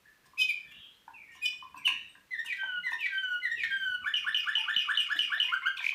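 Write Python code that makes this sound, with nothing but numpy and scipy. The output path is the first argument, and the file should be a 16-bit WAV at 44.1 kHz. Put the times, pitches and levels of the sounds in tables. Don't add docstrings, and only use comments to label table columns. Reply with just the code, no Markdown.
import sys
import numpy as np
from scipy import signal
from scipy.fft import rfft, irfft
from scipy.io import wavfile
from scipy.ndimage import uniform_filter1d

SR = 44100
rng = np.random.default_rng(int(sys.argv[2]) if len(sys.argv) > 2 else 0)


def invert_db(level):
    return 10 ** (np.asarray(level, dtype=float) / 20)


def dump_mix(stems):
    frames = np.atleast_2d(stems).T
    limited = np.clip(frames, -1, 1)
    pcm = np.round(limited * 32767).astype(np.int16)
    wavfile.write(sys.argv[1], SR, pcm)


N = 261954
TOP_HZ = 16200


def rms_one(x):
    return x / np.sqrt(np.mean(x ** 2) + 1e-20)


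def at_hz(points, hz):
    points_hz, points_db = np.transpose(points)
    return np.interp(np.log(np.maximum(hz, 1)), np.log(points_hz), points_db)


def coloured(spectrum):
    white = rfft(rng.standard_normal(N))
    return rms_one(irfft(white * invert_db(at_hz(spectrum, np.fft.rfftfreq(N, 1 / SR))), N))


def drift(rate_hz):
    r = np.exp(-2 * np.pi * rate_hz / SR)
    settled = signal.lfilter([1], [1, -2 * r, r * r], rng.standard_normal(N + 9000))[9000:]
    return rms_one(settled)


def add(track, piece, start_s):
    i = max(round(start_s * SR), 0)
    track[i:i + len(piece)] += piece[:len(track) - i]


def ring(hz, t60_s, rise_cycles=6.0):
    t = np.arange(round(t60_s * SR)) / SR
    swell = np.sin(np.pi / 2 * np.minimum(t * hz / rise_cycles, 1)) ** 2
    return np.sin(2 * np.pi * hz * t) * invert_db(-60 * t / t60_s) * swell


# pitch_hz, density_db (dB per Hz)
FLOOR_COLOUR = [(150, -5), (300, -3.5), (800, -9.5), (1500, -5), (2500, -7.5), (5000, -14.5),
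                (10000, -19.5), (16000, -18)]


def quiet_floor():
    return invert_db(-67.5 + 0.25 * drift(0.54)) * coloured(FLOOR_COLOUR)


# pitch_hz, density_db (dB per Hz)
RUMBLE_COLOUR = [(22, -39), (36, -14.5), (55, 2), (110, 0), (200, 1), (350, -15.5), (700, -82)]
# peak_s, peak_db, half_length_s
THUDS = [
    (0.682, -72, 0.044),
    (0.783, -67, 0.02),
    (1.848, -74, 0.29),
    (3.647, -72, 0.11),
    (3.874, -69, 0.12),
    (4.032, -58, 0.014),
    (4.282, -78, 0.1),
    (4.767, -53.5, 0.0052),
    (5.935, -76, 0.012),
]


def house_rumble():
    noise, t = coloured(RUMBLE_COLOUR), np.arange(N) / SR
    swells = sum(invert_db(peak_db) * np.exp(-((t - s) / half) ** 2) for s, peak_db, half in THUDS)
    return (invert_db(-80 + 3 * drift(3.1)) + swells) * noise


# start_s, end_s, first_hz, last_hz, level_db
WHISTLES = [
    (0.05, 0.065, 1734, 1756, -49),
    (.235, .26, 1730, 1740, -63.5),
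    (.64, 0.69, 1800, 1790, -57.5),
    (1.13, 1.19, 2760, 2230, -52),
    (1.265, 1.34, 1900, 1840, -55.5),
    (1.35, 1.44, 1800, 1740, -55.5),
    (1.29, 1.404, 2800, 2900, -62),
    (1.3, 1.39, 2700, 3900, -65),
    (2.085, 2.095, 8100, 8200, -58),
    (1.95, 2.12, 4000, 3600, -65.5),
]
# start_s, end_s, first_hz, last_hz, level_db
WARBLES = [(.665, .73, 3450, 3374, -54.5), (.7, .8, 2880, 2933, -53.5), (.74, .8, 3615, 3310, -57),
           (.79, .85, 3227, 3306, -48), (.93, 1.0, 3350, 3330, -73), (.79, .86, 3650, 3600, -66),
           (.82, .89, 2600, 2970, -61), (.87, .95, 3200, 4200, -70.5), (1.17, 1.33, 2320, 2197, -53.5),
           (1.14, 1.22, 2720, 2530, -65), (1.3, 1.395, 2500, 2220, -69), (1.75, 1.843, 2650, 2150, -51),
           (1.87, 1.983, 1846, 1810, -49.5), (4.546, 4.626, 901, 903, -48.5), (1.75, 1.8, 1400, 1690, -61),
           (0.57, .8, 1800, 1760, -66.5), (5.772, 5.83, 4000, 3400, -55), (5.775, 5.84, 3900, 2700, -49),
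           (5.85, 5.93, 2900, 3100, -45)]


def far_birds():
    out, wobble = np.zeros(N), drift(113)
    for rows, share_of_pitch in [(WHISTLES, 0.015), (WARBLES, 0.032)]:
        for start_s, end_s, first_hz, last_hz, level_db in rows:
            count = round((end_s - start_s) * SR)
            glide_hz = np.linspace(first_hz, last_hz, count)
            hz = glide_hz * (1 + share_of_pitch * wobble[round(start_s * SR):][:count])
            tone = np.sin(2 * np.pi * np.cumsum(hz) / SR)
            add(out, invert_db(level_db) * signal.windows.tukey(count, .35) * tone, start_s)
    return out


# start_s, peak_db, main_hz, side_modes_db
HOPS = [(0.256, -49.5, 1050, -5.5), (0.333, -40.5, 1060, -24), (0.715, -60.5, 1314, 8),
        (1.078, -26.5, 915, -22.5), (1.35, -43, 1034, -6), (1.526, -48, 1074, -2), (1.624, -28, 1046, -25),
        (1.743, -28, 1019, -19), (1.874, -23.5, 1035, -5), (2.151, -46.5, 1020, -2), (2.445, -40, 958, -8),
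        (2.631, -27.5, 913, -8.5), (2.865, -36, 995, -14), (2.918, -23.5, 981, -12.5),
        (5.442, -38, 956, -31), (5.802, -32, 992, 1), (5.922, -37.5, 1090, -6)]
# ring_ratio, t60_s
SIDE_MODES = [(.7, 0.021), (0.857, 0.022), (1.15, 0.028), (1.602, 0.05), (1.819, 0.033), (2.6, 0.018)]
# ring_ratio, level_db
TWIN_MODES = [(.95, -9), (1.062, -5.5)]


def perch_knocks():
    out, perch_gain_db, perch_t60_s = np.zeros(N), -3.5, 0.047
    spreads_db = rng.normal(0, 4.1, (len(HOPS), len(SIDE_MODES)))
    for (start_s, peak_db, hz, side_db), spread_db in zip(HOPS, spreads_db):
        knock_db = peak_db + perch_gain_db
        add(out, invert_db(knock_db) * ring(hz, perch_t60_s), start_s)
        for ratio, twin_db in TWIN_MODES:
            add(out, invert_db(knock_db + twin_db) * ring(hz * ratio, perch_t60_s), start_s)
        for (ratio, t60_s), d in zip(SIDE_MODES, spread_db):
            add(out, invert_db(knock_db + side_db + d) * ring(hz * ratio, t60_s), start_s)
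        add(out, invert_db(-46 + 0.38 * peak_db) * ring(290, 0.077), start_s)
    return out


# start_s, peak_db, pitch_hz, t60_s
BUMPS = [(0.429, -45.5, 414, 0.042), (1.757, -44, 290, 0.05), (1.92, -25, 290, 0.02),
         (2.762, -55, 169.6, 0.17), (3.575, -20.5, 409, 0.012), (3.662, -77, 74.5, 0.19),
         (4.031, -78, 119, 0.11), (4.772, -70, 131, 0.041), (5.154, -25, 290, 0.028),
         (5.404, -46, 364, 0.07), (5.15, -35.5, 690, 0.023), (5.186, -44.5, 457, 0.03),
         (5.37, -36, 698, 0.025), (2.959, -45.5, 390, 0.04)]
# start_s, peak_db, pitch_hz, t60_s
CLINKS = [(1.318, -62, 7300, .03), (1.32, -63, 5500, .04), (1.362, -58, 5700, .04),
          (1.775, -56, 5850, .035), (1.78, -57, 5660, .035), (1.776, -50.5, 8340, 0.033),
          (1.777, -60, 7540, .03), (1.874, -42, 6700, .015), (1.875, -40, 4360, 0.044),
          (1.875, -37, 3680, 0.049), (1.875, -36.5, 5940, .02), (1.878, -47, 8550, .03)]


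def bumps_and_clinks():
    out = np.zeros(N)
    for start_s, peak_db, hz, t60_s in BUMPS + CLINKS:
        add(out, invert_db(peak_db) * ring(hz, t60_s), start_s)
    return out


# start_s, length_s, level_db
RUSTLES = [(0.252, 0.028, -66), (0.369, 0.08, -49), (0.424, 0.01, -62), (0.486, 0.0065, -60),
           (0.707, 0.024, -66), (1.306, 0.075, -68), (1.43, 0.05, -58), (1.745, 0.06, -67),
           (1.871, 0.018, -48), (2.44, 0.037, -55.5), (3.0, 0.02, -64), (5.79, 0.148, -55),
           (2.547, 0.04, -65), (2.89, 0.06, -59), (4.047, 0.035, -68), (5.18, 0.02, -50),
           (5.144, 0.047, -60), (5.76, 0.035, -58)]
# pitch_hz, density_db (dB per Hz)
RUSTLE_COLOUR = [(700, -9.5), (1500, -7.5), (3000, 0.5), (6000, -6.5), (10000, -11), (16000, -4.5)]


def rustle():
    out, noise = np.zeros(N), coloured(RUSTLE_COLOUR) * invert_db(3.5 * drift(150))
    peaks_hz = np.exp(rng.uniform(*np.log((4400, 12700)), (len(RUSTLES), 2)))
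    for (start_s, length_s, level_db), pair_hz in zip(RUSTLES, peaks_hz):
        count = round(length_s * SR)
        piece = noise[round(start_s * SR):][:count]
        rings = sum(signal.lfilter(*signal.iirpeak(hz, 6.5, SR), piece) for hz in pair_hz)
        add(out, invert_db(level_db - 3) * np.hanning(count) * (piece + invert_db(9) * rings), start_s)
    return out


# pitch_hz, density_db (dB per Hz)
BREATH_COLOUR = [(600, -41), (1100, -18.5), (2000, -11.5), (3200, 12), (4000, 6.5), (4600, -8),
                 (8000, -14.5), (16000, -52)]
# pitch_hz, density_db (dB per Hz)
RASP_COLOUR = [(50, 1.5), (150, -5), (400, 20.5), (650, -14.5), (1000, -52)]


def unsteadiness():
    return np.array([drift(135), drift(62.0), coloured(BREATH_COLOUR), coloured(RASP_COLOUR)])


# pitch_hz, level_db (re fundamental)
OVERTONES = [(2200, 6.5), (3100, -10), (4400, -27.5), (5400, -27.5), (7000, -34.5), (8800, -34),
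             (11000, -41), (14800, -41)]
# time_s, level_db
SECOND_VOICE = [(.028, -42), (.036, -23), (.046, 1.5), (.066, 2)]
SIDE_TONES = [0.5, -8.5, -19.5]


def sing(shape, times, chance, rich_db, breath_db, rasp_db, rough, upper_db=0, second=False):
    out, (s, shape_hz, shape_db) = np.zeros(N), np.transpose(shape)
    slow = rms_one(uniform_filter1d(chance[1], size=SR // 8))
    mean_db = np.mean(times, axis=0)[1]
    for start_s, level_db, pitch, stretch in times:
        t = np.arange(s[0] * stretch, s[-1] * stretch, 1 / SR)
        at = ((start_s + t) * SR).astype(int)
        waver, tremble, air, rasp = chance[:, at % N]
        smooth_hz = np.interp(t, s * stretch, shape_hz)
        f = pitch * smooth_hz * (1 + 0.01 * rough * waver)
        phase = 2 * np.pi * np.cumsum(f) / SR
        effort_db = np.interp(t, s * stretch, shape_db)
        glide = np.minimum(abs(np.gradient(np.log2(smooth_hz))) * SR, 30)
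        glide_loss_db = .45 * uniform_filter1d(glide, size=SR // 200)
        sides = 1
        if second:
            mix = invert_db(np.interp(t, *np.transpose(SECOND_VOICE)))
            spacing = .208
            tones = sum(invert_db(d) * np.exp(1j * (j + 1) * spacing * phase) for j, d in enumerate(SIDE_TONES))
            sides = 1 + mix * tones
        stack = np.exp(1j * phase)
        for k in range(2, 11):
            flicker_db = 4 * chance[1, (at + k * SR // 10) % N]
            partial_db = at_hz(OVERTONES, k * f) + rich_db + flicker_db - glide_loss_db
            partial_db = partial_db + 0.064 * (effort_db + level_db + 29.0) + 0.23 * (level_db - mean_db)
            if k > 2:
                partial_db = partial_db + 3 * (slow[(at + k * SR // 3) % N] - 1) + upper_db
            grain = 1 + k * invert_db(rasp_db) * chance[3, (at + k * SR // 7) % N]
            stack = stack + grain * invert_db(partial_db) * (k * f < TOP_HZ) * np.exp(1j * k * phase)
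        fade = np.sin(np.pi / 2 * np.clip(np.minimum(t - t[0], t[-1] - t) / .002, 0, 1)) ** 2
        loud = fade * invert_db(level_db + effort_db + 1.45 * rough * tremble)
        voiced = (stack * sides).real * (1 + invert_db(rasp_db) * rasp)
        add(out, loud * (voiced + invert_db(breath_db) * air), start_s + t[0])
    return out


# time_s, pitch_hz, level_db
CALL = [(0, 2250, -26), (.01, 2570, -11), (.026, 2530, -1.5), (.038, 2520, 4), (.05, 2510, 2),
        (.06, 2505, -5), (.07, 2500, -30)]
CALLS_AT = [
    (.372, -24, 1.001, 0.84),
]
REPLY = [(0, 2330, -26), (.008, 2490, -12), (.018, 2500, -3), (.028, 2445, -3), (.04, 2450, 2),
         (.052, 2480, 2), (.062, 2480, -28)]
REPLIES_AT = [
    (1.413, -28, 1.001, 0.93),
]
DIP = [(0, 2474, -13), (.012, 2453, 1), (.032, 2340, 1), (.042, 2308, -20)]
DIPS_AT = [
    (0.481, -26, 1.001, 0.86),
]
DROP = [(0, 3006, -24), (.01, 2992, -1.5), (.026, 2718, 2), (.04, 2250, -14.5), (.046, 2050, -54)]
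DROPS_AT = [
    (1.845, -22, 1.001, 1.2),
]


def calls(chance):
    out = sing(CALL, CALLS_AT, chance, rich_db=6.0, breath_db=-25, rasp_db=-47, rough=0.77, second=True)
    out += sing(REPLY, REPLIES_AT, chance, rich_db=9, breath_db=-27, rasp_db=-50, rough=.6, second=True)
    out += sing(DIP, DIPS_AT, chance, rich_db=7.0, breath_db=-24.5, rasp_db=-41, rough=0.57)
    out += sing(DROP, DROPS_AT, chance, rich_db=-3, breath_db=-24.5, rasp_db=-23, rough=0.33, upper_db=13)
    return out


# time_s, pitch_hz, level_db
BOW = [(-.003, 2066, -18), (.012, 2036, -6.5), (.028, 2032, -4), (.032, 1967, 1), (.046, 1860, -5.5),
       (.058, 1720, -9), (.066, 1750, -29.5)]
BOWS_AT = [
    (2.309, -29, 1, 0.86),
    (2.836, -26, 1.005, 0.99),
    (3.422, -25, 1.001, 1.001),
]
LIFT = [(.07, 1796, -28), (.092, 1798, -10), (.097, 1852, 1), (.109, 1896, -3.5), (.114, 1900, -11.5),
        (.122, 1850, -49)]
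LIFTS_AT = [
    (2.292, -28, 0.99, 1.05),
    (2.836, -27.5, 0.99, 1.004),
    (3.421, -25, 1.001, 1.001),
]
SLIDE = [(-.008, 2740, -25), (.008, 2740, -6), (.018, 2614, -8.5), (.04, 2428, 1.5), (.058, 2258, 1.5),
         (.066, 2240, -1), (.08, 2195, 2), (.09, 2030, -14.5)]
SLIDES_AT = [
    (2.456, -36.5, 1.04, 0.88),
    (2.987, -33.5, 1.016, 1),
    (3.563, -33.5, 1.001, 1.001),
]
STRAND = [(.006, 2825, -31), (.014, 2964, -14), (.035, 2900, -16.5), (.052, 2870, -19)]
CUP = [(0, 1930, -16), (.003, 1940, 3), (.011, 1786, 1), (.019, 1880, 2.5), (.021, 1830, -2)]
CUPS_AT = [
    (2.522, -33.5, 1.04, 1.04),
    (3.057, -31, 1.044, 1.01),
    (3.633, -30, 1.001, 1.001),
]
FLUTE = [(-.003, 1674, -15), (.003, 1656, -9), (.03, 1588, -0.5), (.08, 1581, 1), (.11, 1568, -3.5),
         (.18, 1515, 0.5), (.27, 1468, -1), (.285, 1490, -23)]
FLUTES_AT = [
    (2.571, -36.5, 0.98, 0.78),
    (3.104, -35.5, 0.98, 0.98),
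    (3.682, -34, 1.001, 1.001),
]


def three_part_song(chance):
    song = sing(BOW, BOWS_AT, chance, rich_db=-0.5, breath_db=-33.0, rasp_db=-44.0, rough=0.59, upper_db=-2.0)
    song += sing(LIFT, LIFTS_AT, chance, rich_db=4.0, breath_db=-31.5, rasp_db=-50.0, rough=0.51, upper_db=-4.5)
    song += sing(SLIDE, SLIDES_AT, chance, rich_db=-3, breath_db=-25, rasp_db=-20, rough=1.3, upper_db=2)
    song += sing(STRAND, SLIDES_AT, chance, rich_db=-8.0, breath_db=-18, rasp_db=-17, rough=1.6)
    song += sing(CUP, CUPS_AT, chance, rich_db=1.5, breath_db=-22, rasp_db=-22, rough=1.6)
    flute = sing(FLUTE, FLUTES_AT[:1], chance, rich_db=1.5, breath_db=-52, rasp_db=-53, rough=0.4,
                 upper_db=-12.5)
    flute += sing(FLUTE, FLUTES_AT[1:], chance, rich_db=1.0, breath_db=-66, rasp_db=-60, rough=0.32,
                  upper_db=-3.5)
    beads_db = 3 * np.tanh(drift(32))
    return song + flute * invert_db(beads_db)


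# rise_s, rise_db, chip_s, chip_db, hook_db
TRILL = [
    (4.06, -21, 4.138, -19, -65),
    (4.265, -22, 4.344, -18, -41),
    (4.473, -20.5, 4.552, -17.5, -45),
    (4.682, -20.5, 4.762, -17, -33),
    (4.891, -20, 4.972, -17, -32.5),
    (5.103, -20.5, 5.189, -17.5, -38),
    (5.319, -20, 5.399, -17, -37),
]


def trill_times(column, pitch, length, lag=(0, 0), level=None):
    rows = np.array(TRILL)
    levels_db = rows[:, level or column + 1]
    return [(s + lag[0], d + lag[1], pitch, length) for s, d in zip(rows[:, column], levels_db)]


def after_chips(lag):
    return trill_times(2, 0.98, 0.88, lag)


# time_s, pitch_hz, level_db
RISE = [(-.018, 1180, -32), (-.004, 1290, -23), (.001, 1400, -8), (.012, 1670, -6), (.03, 1760, -7),
        (.037, 1757, -18), (.056, 1757, -21), (.066, 1865, -20), (.074, 2200, -27)]
MURMUR = [(-.045, 1358, 8), (-.03, 1298, -5), (-.015, 1150, 8.5), (0, 1210, 6.5)]
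HOOK = [(-.038, 3605, -28), (-.025, 3470, -1), (-.014, 3800, -3.5), (-.008, 4250, -20), (-.004, 4230, -8)]
CHIP = [(0, 3160, -18), (.002, 3110, -4), (.004, 3050, 0), (.0065, 2960, -6), (.0095, 2890, -24)]
BUZZ = [(0, 3064, -32.5), (.004, 2926, -6), (.012, 2913, -1), (.026, 2883, -10), (.04, 2762, -16),
        (.048, 2450, -8)]
UNDER = [(0, 2485, -17), (.012, 2517, 3), (.045, 2536, 2), (.058, 2377, -23), (.085, 2250, 2),
         (.095, 2340, -23)]


def trill(chance):
    rises, murmurs = trill_times(0, 1.005, 0.96), trill_times(0, 1.005, 0.96, (0, -31))
    chips = [*after_chips((0, 0)), *after_chips((.0157, -2))]
    hooks = trill_times(2, 0.97, .9, level=4)
    song = sing(RISE, rises, chance, rich_db=-1, breath_db=-36, rasp_db=-27, rough=1.1, upper_db=2)
    song += sing(CHIP, chips, chance, rich_db=4, breath_db=-28, rasp_db=-17, rough=0.14)
    song += sing(MURMUR, murmurs, chance, rich_db=-1, breath_db=-45, rasp_db=-25.5, rough=3)
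    song += sing(BUZZ, after_chips((0.021, -8.5)), chance, rich_db=6, breath_db=-36, rasp_db=-14, rough=1.1)
    song += sing(UNDER, after_chips((0.027, -24)), chance, rich_db=7, breath_db=-50, rasp_db=-15, rough=1.0)
    song += sing(HOOK, hooks, chance, rich_db=1.0, breath_db=-34, rasp_db=-8.5, rough=0.6)
    return song


# time_s, pitch_hz, level_db
LEAD = [(0, 1900, 1), (.006, 2110, -5), (.022, 2120, -6), (.034, 2328, -7)]
LEADS_AT = [
    (5.484, -35, 1.001, 0.86),
    (5.62, -36, 1.001, 0.85),
]
SWELL = [(-.04, 966, -31), (-.03, 1072, -18), (-.01, 1083, -23), (.004, 1416, 2), (.018, 1600, 2.5),
         (.036, 1562, -11.5), (.045, 1480, -61)]
SWELLS_AT = [
    (5.523, -27.5, .97, 0.97),
    (5.656, -26, 1.001, 0.98),
]


def swells(chance):
    song = sing(LEAD, LEADS_AT, chance, rich_db=-13, breath_db=-24.5, rasp_db=-11, rough=0.54)
    song += sing(SWELL, SWELLS_AT, chance, rich_db=2.0, breath_db=-51, rasp_db=-35.0, rough=0.69, upper_db=-5.0)
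    return song


# time_s, pitch_hz, level_db
TICK = [(0, 2500, -8), (.0018, 2520, -1), (.003, 2384, 0), (.005, 2260, -4), (.008, 2150, -16)]
# start_s, level_db, pitch_factor, length_factor
TICKS_AT = [(5.769, -33, 1.05, 1.2), (5.791, -30, 1.03, 1.6), (5.81, -35, 1, 1.5), (5.822, -31, .98, 2.2),
            (5.772, -35, 1.4, 1.4), (5.777, -38, 1.25, 1.4), (5.787, -40, 1.45, 2.5),
            (5.805, -39, 1.45, 1.5), (5.907, -31, 1.03, 1), (5.917, -35, 1.02, 1.8), (5.928, -33, .97, 1.5),
            (5.78, -46, .45, 2.5), (5.804, -44, .62, 1.5), (1.876, -26, .95, .8), (5.8418, -22, .97, .8),
            (5.8485, -24.5, .97, .8), (5.864, -19, 1, 1), (5.8715, -31, 1.02, .7), (5.89, -18, 1, .9),
            (5.889, -29, 1.36, .6), (5.843, -47, 1.75, 1.5), (5.893, -46, 1.72, 1.5), (5.769, -46, 1.75, 2)]


def ticks(chance):
    return sing(TICK, TICKS_AT, chance, rich_db=-12, breath_db=-26, rasp_db=-22, rough=1.1, upper_db=8)


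# pitch_hz, t60_s
ROOM_T60 = [(200, 0.57), (1000, 0.2943), (2500, 0.45), (5000, 0.43), (10000, 0.2144)]


def room_tail(build_s):
    t, tail = np.arange(SR // 2) / SR, 0
    edges_hz = 60 * 2 ** np.arange(0, 9.)
    for low, high in zip(edges_hz, edges_hz[1:]):
        octave = signal.butter(2, [low, high], "band", fs=SR, output="sos")
        band = signal.sosfilt(octave, rng.standard_normal(len(t)))
        tail = tail + band * invert_db(-60 * t / at_hz(ROOM_T60, np.sqrt(low * high)))
    tail = tail * np.minimum(t / build_s, 1) ** 2
    return rms_one(tail) / np.sqrt(len(t))


# delay_s, level_db
ECHOES = [(.0066, -13.5), (0.0094, -11), (0.02, -21), (.027, -12)]


def room_response():
    response = invert_db(-4) * room_tail(build_s=0.0026)
    response[0] += 1
    for delay_s, level_db in ECHOES:
        response[round(delay_s * SR)] += invert_db(level_db)
    return response


def scene():
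    floor = quiet_floor() + house_rumble()
    far = signal.fftconvolve(far_birds(), room_tail(build_s=0.0017))[:N]
    chance = unsteadiness()
    near = perch_knocks() + bumps_and_clinks() + rustle()
    near += calls(chance) + three_part_song(chance) + trill(chance) + swells(chance)
    ticking, facing_share = ticks(chance), .4
    near += (1 - facing_share) * ticking
    heard = signal.fftconvolve(near, room_response())[:N]
    return (heard + far + facing_share * ticking + floor)[None]


def roll_off(x):
    return signal.sosfilt(signal.butter(12, 16140, fs=SR, output="sos"), x)


def record(dry):
    cut = signal.sosfilt(signal.cheby2(12, 60, TOP_HZ, fs=SR, output="sos"), dry)
    cut = signal.sosfilt(signal.butter(4, 32, "high", fs=SR, output="sos"), cut)
    return roll_off(cut)


dry = scene()
out = record(dry)
dump_mix(out)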